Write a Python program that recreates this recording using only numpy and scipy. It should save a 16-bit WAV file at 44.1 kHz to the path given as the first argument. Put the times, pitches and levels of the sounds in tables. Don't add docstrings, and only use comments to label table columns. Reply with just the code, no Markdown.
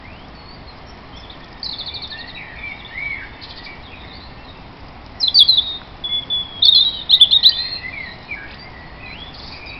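import sys
import numpy as np
from scipy import signal
from scipy.fft import rfft, irfft, next_fast_len
from scipy.io import wavfile
from scipy.ndimage import uniform_filter1d, map_coordinates

SR = 44100
rng = np.random.default_rng(int(sys.argv[2]) if len(sys.argv) > 2 else 0)


def transcribe(signal):
    frames = np.atleast_2d(signal).T
    limited = np.clip(frames, -1, 1)
    pcm = np.round(limited * 32767).astype(np.int16)
    wavfile.write(sys.argv[1], SR, pcm)


N = 431738

# t/s, length/s, first f/Hz, middle f/Hz, last f/Hz, level/dB, swell start to end/dB
NEAR_NOTES = [ (5.2, 0.026, 5440, 5200, 4640, -22, 8.5), (5.228, .037, 4315, 4016, 4200, -13, -6),
              (5.266, 0.015, 4170, 4030, 3580, -17, 7), (5.279, 0.011, 3750, 3433, 3340, -8.5, -8.5),
              (5.343, .044, 4905, 4494, 4750, -7, 11), (5.387, 0.012, 4420, 3910, 3650, -4.5, -1.5),
              (5.396, 0.034, 3715, 3423, 3294, -4, -5), (5.478, 0.0073, 4720, 4340, 4100, -17, 6.5),
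              (5.486, .043, 4136, 4070, 3950, -8.5, -16.5), (5.526, 0.026, 3930, 3900, 3890, -10, 0),
              (5.569, 0.033, 4080, 3460, 3680, -11, 0.5), (5.602, 0.17, 3810, 3733, 3670, -28, 0),
              (6.038, .052, 3460, 3400, 3390, -22.5, 0), (6.09, 0.11, 3376, 3430, 3400, -21.5, 2.5),
              (6.222, .016, 3430, 3360, 3190, -28.5, 0), (6.3, 0.12, 3483, 3420, 3415, -21, -3.5),
              (6.424, .016, 3410, 3330, 3170, -30.5, 0), (6.62, 0.016, 3900, 3685, 3520, -10.5, 20),
              (6.634, 0.0097, 3970, 4080, 4280, -9.5, -5.5), (6.644, 0.021, 3465, 3615, 3420, -9.5, -1.5),
              (6.648, 0.012, 4290, 4450, 4430, -9, 5.5), (6.666, 0.015, 4290, 4250, 4220, -14.5, -9.5),
              (6.661, 0.026, 3500, 3420, 3830, -15, 7), (6.682, 0.019, 3924, 3690, 3680, -4, -6),
              (6.718, 0.023, 3810, 3650, 3470, -8.5, 5), (6.744, .062, 3380, 3410, 3620, -12.5, 0),
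              (6.747, 0.066, 4290, 4040, 4150, -10.5, -6), (6.805, 0.037, 3820, 3607, 3720, -12.5, -7.5),
              (7.092, 0.027, 3380, 3970, 4210, -12.5, 11), (7.11, 0.035, 2800, 3410, 4020, -12, 28),
              (7.142, 0.015, 3630, 3730, 4470, -8, -9), (7.198, .017, 2920, 3170, 3520, -16.5, 11),
              (7.211, 0.03, 3345, 3510, 3120, 0, -12.5), (7.246, 0.0082, 3370, 2975, 2830, -23, -9),
              (7.309, 0.013, 3990, 4105, 4310, -12.5, 6.5), (7.313, .028, 2740, 3406, 3710, -12, 25),
              (7.341, 0.036, 3880, 3750, 3675, -10, 1.5), (7.428, 0.017, 3770, 4150, 4440, -14.5, -2),
              (7.434, 0.037, 2850, 3544, 4190, -8.5, 24.5), (7.468, 0.03, 3974, 4044, 4120, -9, 3.5),
              (7.49, .011, 4370, 4600, 4840, -9.5, -5.5), (7.517, 0.021, 2980, 3080, 3100, -24, 0)]
# t/s, length/s, three f/Hz, level/dB, swell/dB
MUTTER_NOTES = [(6.44, .185, 3380, 3330, 3267, -35, 0.5), (6.84, .062, 3276, 3250, 3150, -29.5, 1.5),
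                (6.846, .06, 3890, 3870, 3845, -21, -7.5), (6.908, .12, 3755, 3854, 3515, -28.5, 0),
                (6.918, 0.098, 3350, 3087, 3050, -33.5, -4), (7.535, .155, 3446, 3680, 3680, -28.5, -8.5),
                (7.55, 0.2, 4023, 4177, 4275, -25, -8), (7.73, 0.055, 4280, 4110, 4290, -28.5, -5.5)]


def near():
    loud = singer(glides(NEAR_NOTES, arch_db=3.0), edge_s=0.0029, flutter_db=0.83, flutter_hz=220)
    effort = uniform_filter1d(np.abs(loud), size=300)
    loud = loud * amp(-2.5 * effort * wobble(210) ** 2)
    soft = singer(glides(MUTTER_NOTES, arch_db=0.0), edge_s=0.0031, flutter_db=2.2, flutter_hz=130)
    soft = burr(soft, share=0.29, rate_hz=350)
    loud = echoes(bent(loud, share=0.03), early_db=-9.0, early_t60_s=0.1, late_db=-17.5, late_t60_s=0.8)
    soft = echoes(bent(soft, share=0.089), early_db=-2.5, early_t60_s=0.12, late_db=-13.5, late_t60_s=1.0)
    return loud + soft


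# t/s, length/s, first f/Hz, middle f/Hz, last f/Hz, level/dB, swell start to end/dB
THRUSH_NOTES = [ (.02, .24, 1865, 2760, 3440, -49.5, -13), (1.89, .13, 2250, 2390, 2240, -46, 4.5),
                (2.11, .18, 1746, 1857, 1986, -38.5, 8.5), (2.16, .084, 2720, 2784, 2770, -43, 0),
                (2.63, .09, 2336, 2329, 2187, -31, 0.5), (2.905, 0.099, 1744, 2025, 2230, -35.5, 9),
                (2.975, .165, 2188, 2284, 2124, -28, 0.5), (3.575, 0.18, 1900, 1970, 1910, -43.5, -5),
                (3.66, 0.1, 2310, 2296, 2240, -41, -16), (5.13, 0.072, 1926, 1932, 1995, -45, 1.5),
                (6.09, 0.11, 2110, 2153, 2114, -46, -8), (7.12, .105, 1995, 1997, 2120, -43.5, 5.5),
                (7.36, .15, 1960, 1905, 1853, -40.5, 11), (7.57, .065, 2400, 2530, 2580, -46.5, 4),
                (7.58, 0.048, 1866, 1920, 1930, -36.5, 4), (7.775, .11, 1990, 1975, 2090, -33, 10.5),
                (7.925, .16, 2406, 2096, 1863, -31.5, 0), (8.28, 0.061, 2510, 2380, 2182, -30, 22),
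                (8.52, 0.17, 1906, 1970, 2175, -46.5, 0), (8.73, 0.43, 1947, 1962, 2067, -44.5, -8),
                (9.0, .085, 2517, 2530, 2350, -37, -6.5), (9.1, 0.093, 2173, 2760, 3330, -39.5, -4),
                (9.2, 0.11, 3296, 3436, 3500, -40, -16)]


def thrush():
    voice = singer(glides(THRUSH_NOTES, arch_db=1.0), edge_s=0.0029, flutter_db=0.94, flutter_hz=70)
    voice = burr(voice, share=0.28, rate_hz=220)
    return echoes(voice, early_db=1.8, early_t60_s=0.072, late_db=-3.9, late_t60_s=0.8)


# t/s, length/s, first f/Hz, middle f/Hz, last f/Hz, level/dB, swell start to end/dB
HOARSE_NOTES = [ (2.355, 0.078, 2630, 2294, 2174, -35.5, 3), (2.39, 0.172, 2000, 1912, 1820, -42, -1),
                (2.555, .08, 2330, 2337, 2280, -36, 2), (3.135, .105, 2170, 1890, 1510, -38, -12),
                (4.03, 0.16, 2050, 2063, 2165, -51, -2), (3.845, 0.056, 3890, 3380, 3130, -43.5, -8),
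                (3.905, 0.045, 2730, 2500, 2400, -39, 3), (3.945, .11, 3900, 3690, 3650, -48, -2),
                (4.07, 0.066, 4070, 3730, 3530, -42.5, 1), (4.12, 0.053, 3830, 4430, 4590, -42.5, 8),
                (4.175, .1, 3750, 4040, 4430, -47, 0), (4.44, .07, 4120, 3910, 3560, -47, -1.5),
                (7.97, 0.067, 3730, 3970, 3850, -47, 0), (8.215, 0.071, 3630, 4120, 4260, -53, -9),
                (7.55, 0.28, 2320, 2614, 2550, -47, 7), (7.64, 0.079, 2020, 1970, 1900, -39, -5),
                (8.025, .115, 4510, 3950, 4200, -45, -1.5), (8.36, 0.099, 1695, 1630, 1675, -41.5, -6),
                (9.5, 0.28, 2430, 2396, 2510, -41, 3)]


def hoarse():
    voice = singer(glides(HOARSE_NOTES, arch_db=-2.5), edge_s=0.0091, flutter_db=1.5, flutter_hz=60)
    voice = burr(voice, share=0.65, rate_hz=400)
    return echoes(voice, early_db=1.8, early_t60_s=0.13, late_db=-1.3, late_t60_s=1.0)


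# t/s, length/s, first f/Hz,
# middle f/Hz, last f/Hz, level/dB, swell start to end/dB
SMALL_NOTES = [ (.35, .2, 4560, 4320, 4710, -45, 6.5), (.67, 0.046, 4240, 4210, 3920, -43, -5),
               (.87, .04, 5400, 5470, 5330, -45.5, 3), (1.163, 0.047, 5400, 5300, 5160, -46, -0.5),
               (1.128, 0.035, 3240, 3090, 3350, -43, 1), (1.169, 0.013, 3390, 3450, 3550, -37.5, 1.5),
               (1.228, 0.029, 3500, 3460, 3110, -40.5, 1.5), (1.297, .022, 3365, 3920, 4950, -40, -10),
               (1.322, 0.025, 3950, 3410, 3030, -44, 2), (1.428, .02, 3050, 3430, 3540, -45, 1),
               (1.63, .02, 4350, 4890, 5140, -28, -3.5), (1.65, 0.027, 4610, 4070, 4040, -24, -8),
               (1.69, 0.0092, 4420, 4230, 3690, -20.5, -2.5), (2.34, 0.047, 4020, 3830, 3850, -40, 0),
               (2.585, 0.055, 3600, 3480, 3440, -48, -10), (2.675, .095, 3780, 3600, 3800, -48, 5),
               (2.788, 0.029, 3900, 3650, 3100, -43, -8), (2.97, 0.2, 4210, 4105, 4370, -53, 0),
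               (2.848, .025, 3450, 3530, 3850, -38, -7.5), (3.83, .012, 3370, 3860, 4210, -45, 9),
               (4.385, .075, 2670, 2710, 2690, -54.5, 1), (4.54, .105, 2680, 2660, 2670, -54, 2),
               (8.585, 0.067, 4565, 4720, 4740, -42.5, -11.5), (9.058, .085, 4010, 4040, 4060, -42, 3),
               (9.665, 0.083, 3730, 3870, 3855, -42, -1.5), (9.66, .045, 5030, 4750, 4490, -37.5, 2)]


def small_birds():
    voice = singer(glides(SMALL_NOTES, arch_db=1.5), edge_s=0.0013, flutter_db=3.6, flutter_hz=150)
    voice = burr(voice, share=0.17, rate_hz=300)
    return echoes(voice, early_db=-6, early_t60_s=0.1, late_db=-8, late_t60_s=0.8)


# (t/s, length/s, first gap/s, gap growth per repeat/s)
TRILL_RUNS = [([(0, 4000), (.009, 4640), (.022, 3720), (.034, 3340)], (-29, -10, .2),
              (1.71, .6, .0735, .0024)), ([(0, 2400), (.009, 2700), (.022, 5399)], (-40, 6, 0),
              (8.472, .07, .025, .005))]
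# syllable [(t/s, f/Hz)], (level/dB, swell/dB, shrink/share), run (four times/s)
RATTLE_RUNS = [([(0, 3795), (.015, 4905), (.024, 4005), (.035, 2612)], (-38, -4, .2),
               (3.41, .26, .07, .0025)), ([(0, 5100), (.012, 4650), (.03, 3600)], (-40, -1.5, .25),
               (9.328, .24, .044, 0))]


def trills():
    clear = singer(repeated(TRILL_RUNS), edge_s=0.0024, flutter_db=0.9, flutter_hz=260)
    rasp = singer(repeated(RATTLE_RUNS), edge_s=0.004, flutter_db=3, flutter_hz=300)
    rasp = burr(rasp, share=0.6, rate_hz=1200)
    clear = echoes(clear, early_db=-2.9, early_t60_s=0.1, late_db=-9, late_t60_s=0.78)
    return clear + echoes(rasp, early_db=5, early_t60_s=0.09, late_db=0, late_t60_s=0.6)


# t/s, level/dB
CHORUS_LEVEL = [(0, -60.5), (3, -44), (5, -62), (7.5, -49.5), (9.8, -55)]


def chorus():
    notes = []
    for start, pitch, soft, glide in rng.random((800, 4)):
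        t = start * (N / SR - 0.2)
        hz = 1800 + 2600 * pitch ** 3
        db = -6 * soft
        end = t + 0.03 + 0.14 * glide ** 2
        notes.append([(t, hz, db), (end, hz * (0.95 + 0.1 * glide), db)])
    voices = burr(singer(notes, edge_s=0.01, flutter_db=2, flutter_hz=60), share=0.35, rate_hz=250)
    distant = echoes(voices, early_db=5, early_t60_s=0.15, late_db=7, late_t60_s=0.9)
    return amp(curve(CHORUS_LEVEL)) * unit(distant)


# t/s, peak level/dB, f/Hz
TWIG_SNAPS = [(2.077, -20.5, 5170), (5.064, -22.5, 5140), (5.817, -22.5, 1457)]


def ticks():
    out, t = np.zeros(N), np.arange(400) / SR
    for s, db, hz in TWIG_SNAPS:
        first = round(s * SR)
        out[first:first + len(t)] = amp(db - 5.8 * hz * t) * np.sin(2 * np.pi * hz * t)
    clumps_db = 2.5 * wobble(8) + 5.5 * wobble(200)
    grains = rng.standard_normal(N) * amp(clumps_db)
    straw = filtered(grains, lambda f: 1 / (1 + ((f - 5000) / 900) ** 2))
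    return out + amp(-58.5) * unit(straw)


# f/Hz, relative level per Hz/dB
AIR_SPECTRUM = [(20, -0.5), (40, -2), (58, 3), (90, -1.5), (270, -8), (520, -13.5), (740, -8.5),
                (1060, -11.5), (1540, -19.5), (2140, -17), (2830, -22.5), (4970, -27), (5510, -35.5)]
# t/s, level/dB
AIR_SWELL = [(0, -38), (8, -38), (9.8, -37)]


def air():
    hz, db = np.transpose(AIR_SPECTRUM)
    noise = filtered(rng.standard_normal(N), lambda f: amp(np.interp(np.log(f + 1), np.log(hz + 1), db)))
    hum_hz = 268 + 9 * wobble(0.51)
    hum = amp(-52.5) * np.sin(2 * np.pi * np.cumsum(hum_hz) / SR)
    return amp(curve(AIR_SWELL)) * unit(noise) + hum


def singer(notes, edge_s, flutter_db, flutter_hz):
    out = np.zeros(N)
    for note in notes:
        add(out, note, edge_s)
    return out * amp(flutter_db * wobble(flutter_hz))


def add(out, note, edge_s):
    s, hz, db = np.transpose(note)
    first = round(s[0] * SR)
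    t = np.arange(first, min(round(s[-1] * SR), N)) / SR
    ends = np.clip(np.minimum(t - s[0], s[-1] - t) / edge_s, 0, 1)
    turns = np.cumsum(np.interp(t, s, hz)) / SR + rng.random()
    level = np.sqrt(2) * ends * amp(np.interp(t, s, db))
    out[first:first + len(t)] += level * np.sin(2 * np.pi * turns)


def glides(rows, arch_db):
    u = np.linspace(0, 1, num=9)
    notes = []
    for s, length, first, middle, last, db, swell_db in rows:
        bow = 2 * (first + last - 2 * middle) * (u - 0.5) ** 2
        hz = middle + (last - first) * (u - 0.5) + bow
        level = db + swell_db * (u - 0.5) - arch_db * np.abs(2 * u - 1) ** 3
        notes.append(np.transpose([s + length * u, hz, level]))
    return notes


TURN_DIP_DB = 1.5
RUN_ARCH_DB = 4.5


def repeated(phrases):
    notes, k = [], np.arange(12)
    for syllable, (db, swell_db, shrink), (start, length, gap, grows) in phrases:
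        at, hz = np.transpose(syllable)
        top = hz.max()
        times = gap * k + grows * k * (k - 1) / 2
        bends = 1 + 0.01 * rng.standard_normal(len(k))
        for u, bend in zip(times / length, bends):
            if u < 1:
                run_db = db + swell_db * (u - 0.5) - RUN_ARCH_DB * (2 * u - 1) ** 2
                pitch = bend * (hz + shrink * u * (top - hz))
                notes.append(np.transpose([start + u * length + at, pitch, run_db - TURN_DIP_DB * (hz == top)]))
    return notes


def burr(x, share, rate_hz):
    return x * (1 - share + share * wobble(rate_hz))


def bent(voices, share):
    size = np.sqrt(np.abs(uniform_filter1d(voices ** 2, size=300))) + 1e-4
    cubic = share * voices ** 3 / size ** 2
    return voices - filtered(cubic, lambda f: (f / 4000) ** 3 * (f < 6500))


def echoes(x, early_db, early_t60_s, late_db, late_t60_s):
    t = np.arange(SR) / SR
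    decay = amp(-60 * t / [[early_t60_s], [late_t60_s]])
    early, late = rng.standard_normal((2, SR)) * decay * (t > 0.003)
    tail = amp(early_db) * early / np.linalg.norm(early) + amp(late_db) * late / np.linalg.norm(late)
    return x + signal.fftconvolve(x, tail)[:N]


def amp(db):
    return 10 ** (np.asarray(db) / 20)


def unit(x):
    return x / np.sqrt(np.mean(x ** 2) + 1e-20)


def curve(rows):
    return np.interp(np.arange(N) / SR, *np.transpose(rows))


def wobble(rate_hz):
    knots = rng.standard_normal(int(N * rate_hz / SR) + 4)
    return map_coordinates(knots, [np.arange(N) * rate_hz / SR])


def filtered(x, response):
    m = next_fast_len(N + SR // 2)
    return irfft(rfft(x, m) * response(np.fft.rfftfreq(m, 1 / SR)), m)[:N]


def scene():
    birds = near() + thrush() + hoarse() + small_birds() + trills() + chorus()
    return (birds + ticks() + air())[None]


CAMERA_HZ, EDGE_HZ, TOP_HZ = 11025, 5250, 15650


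def record(dry):
    x = filtered(dry[0], lambda f: f < CAMERA_HZ / 2)
    x = x + 2 * x * np.cos(2 * np.pi * CAMERA_HZ * np.arange(N) / SR)
    x = filtered(x, lambda f: amp(-np.clip((f - EDGE_HZ) / 130, 0, 14) ** 2))
    size = np.abs(signal.hilbert(x, next_fast_len(N))[:N])
    hot = uniform_filter1d(size, size=500) > 0.6
    heat = signal.lfilter([1], [1, -np.exp(-1 / (0.05 * SR))], hot)
    strain = 0.2 + np.tanh(heat / (0.005 * SR))
    x = x / (1 + size ** 8) ** (1 / 8)
    x = 1.07 * x - 0.12 * strain * x * np.abs(x)
    x = x + amp(-92) * rng.standard_normal(N)
    return filtered(x, lambda f: f < TOP_HZ)[None]


dry = scene()
out = record(dry)
transcribe(out)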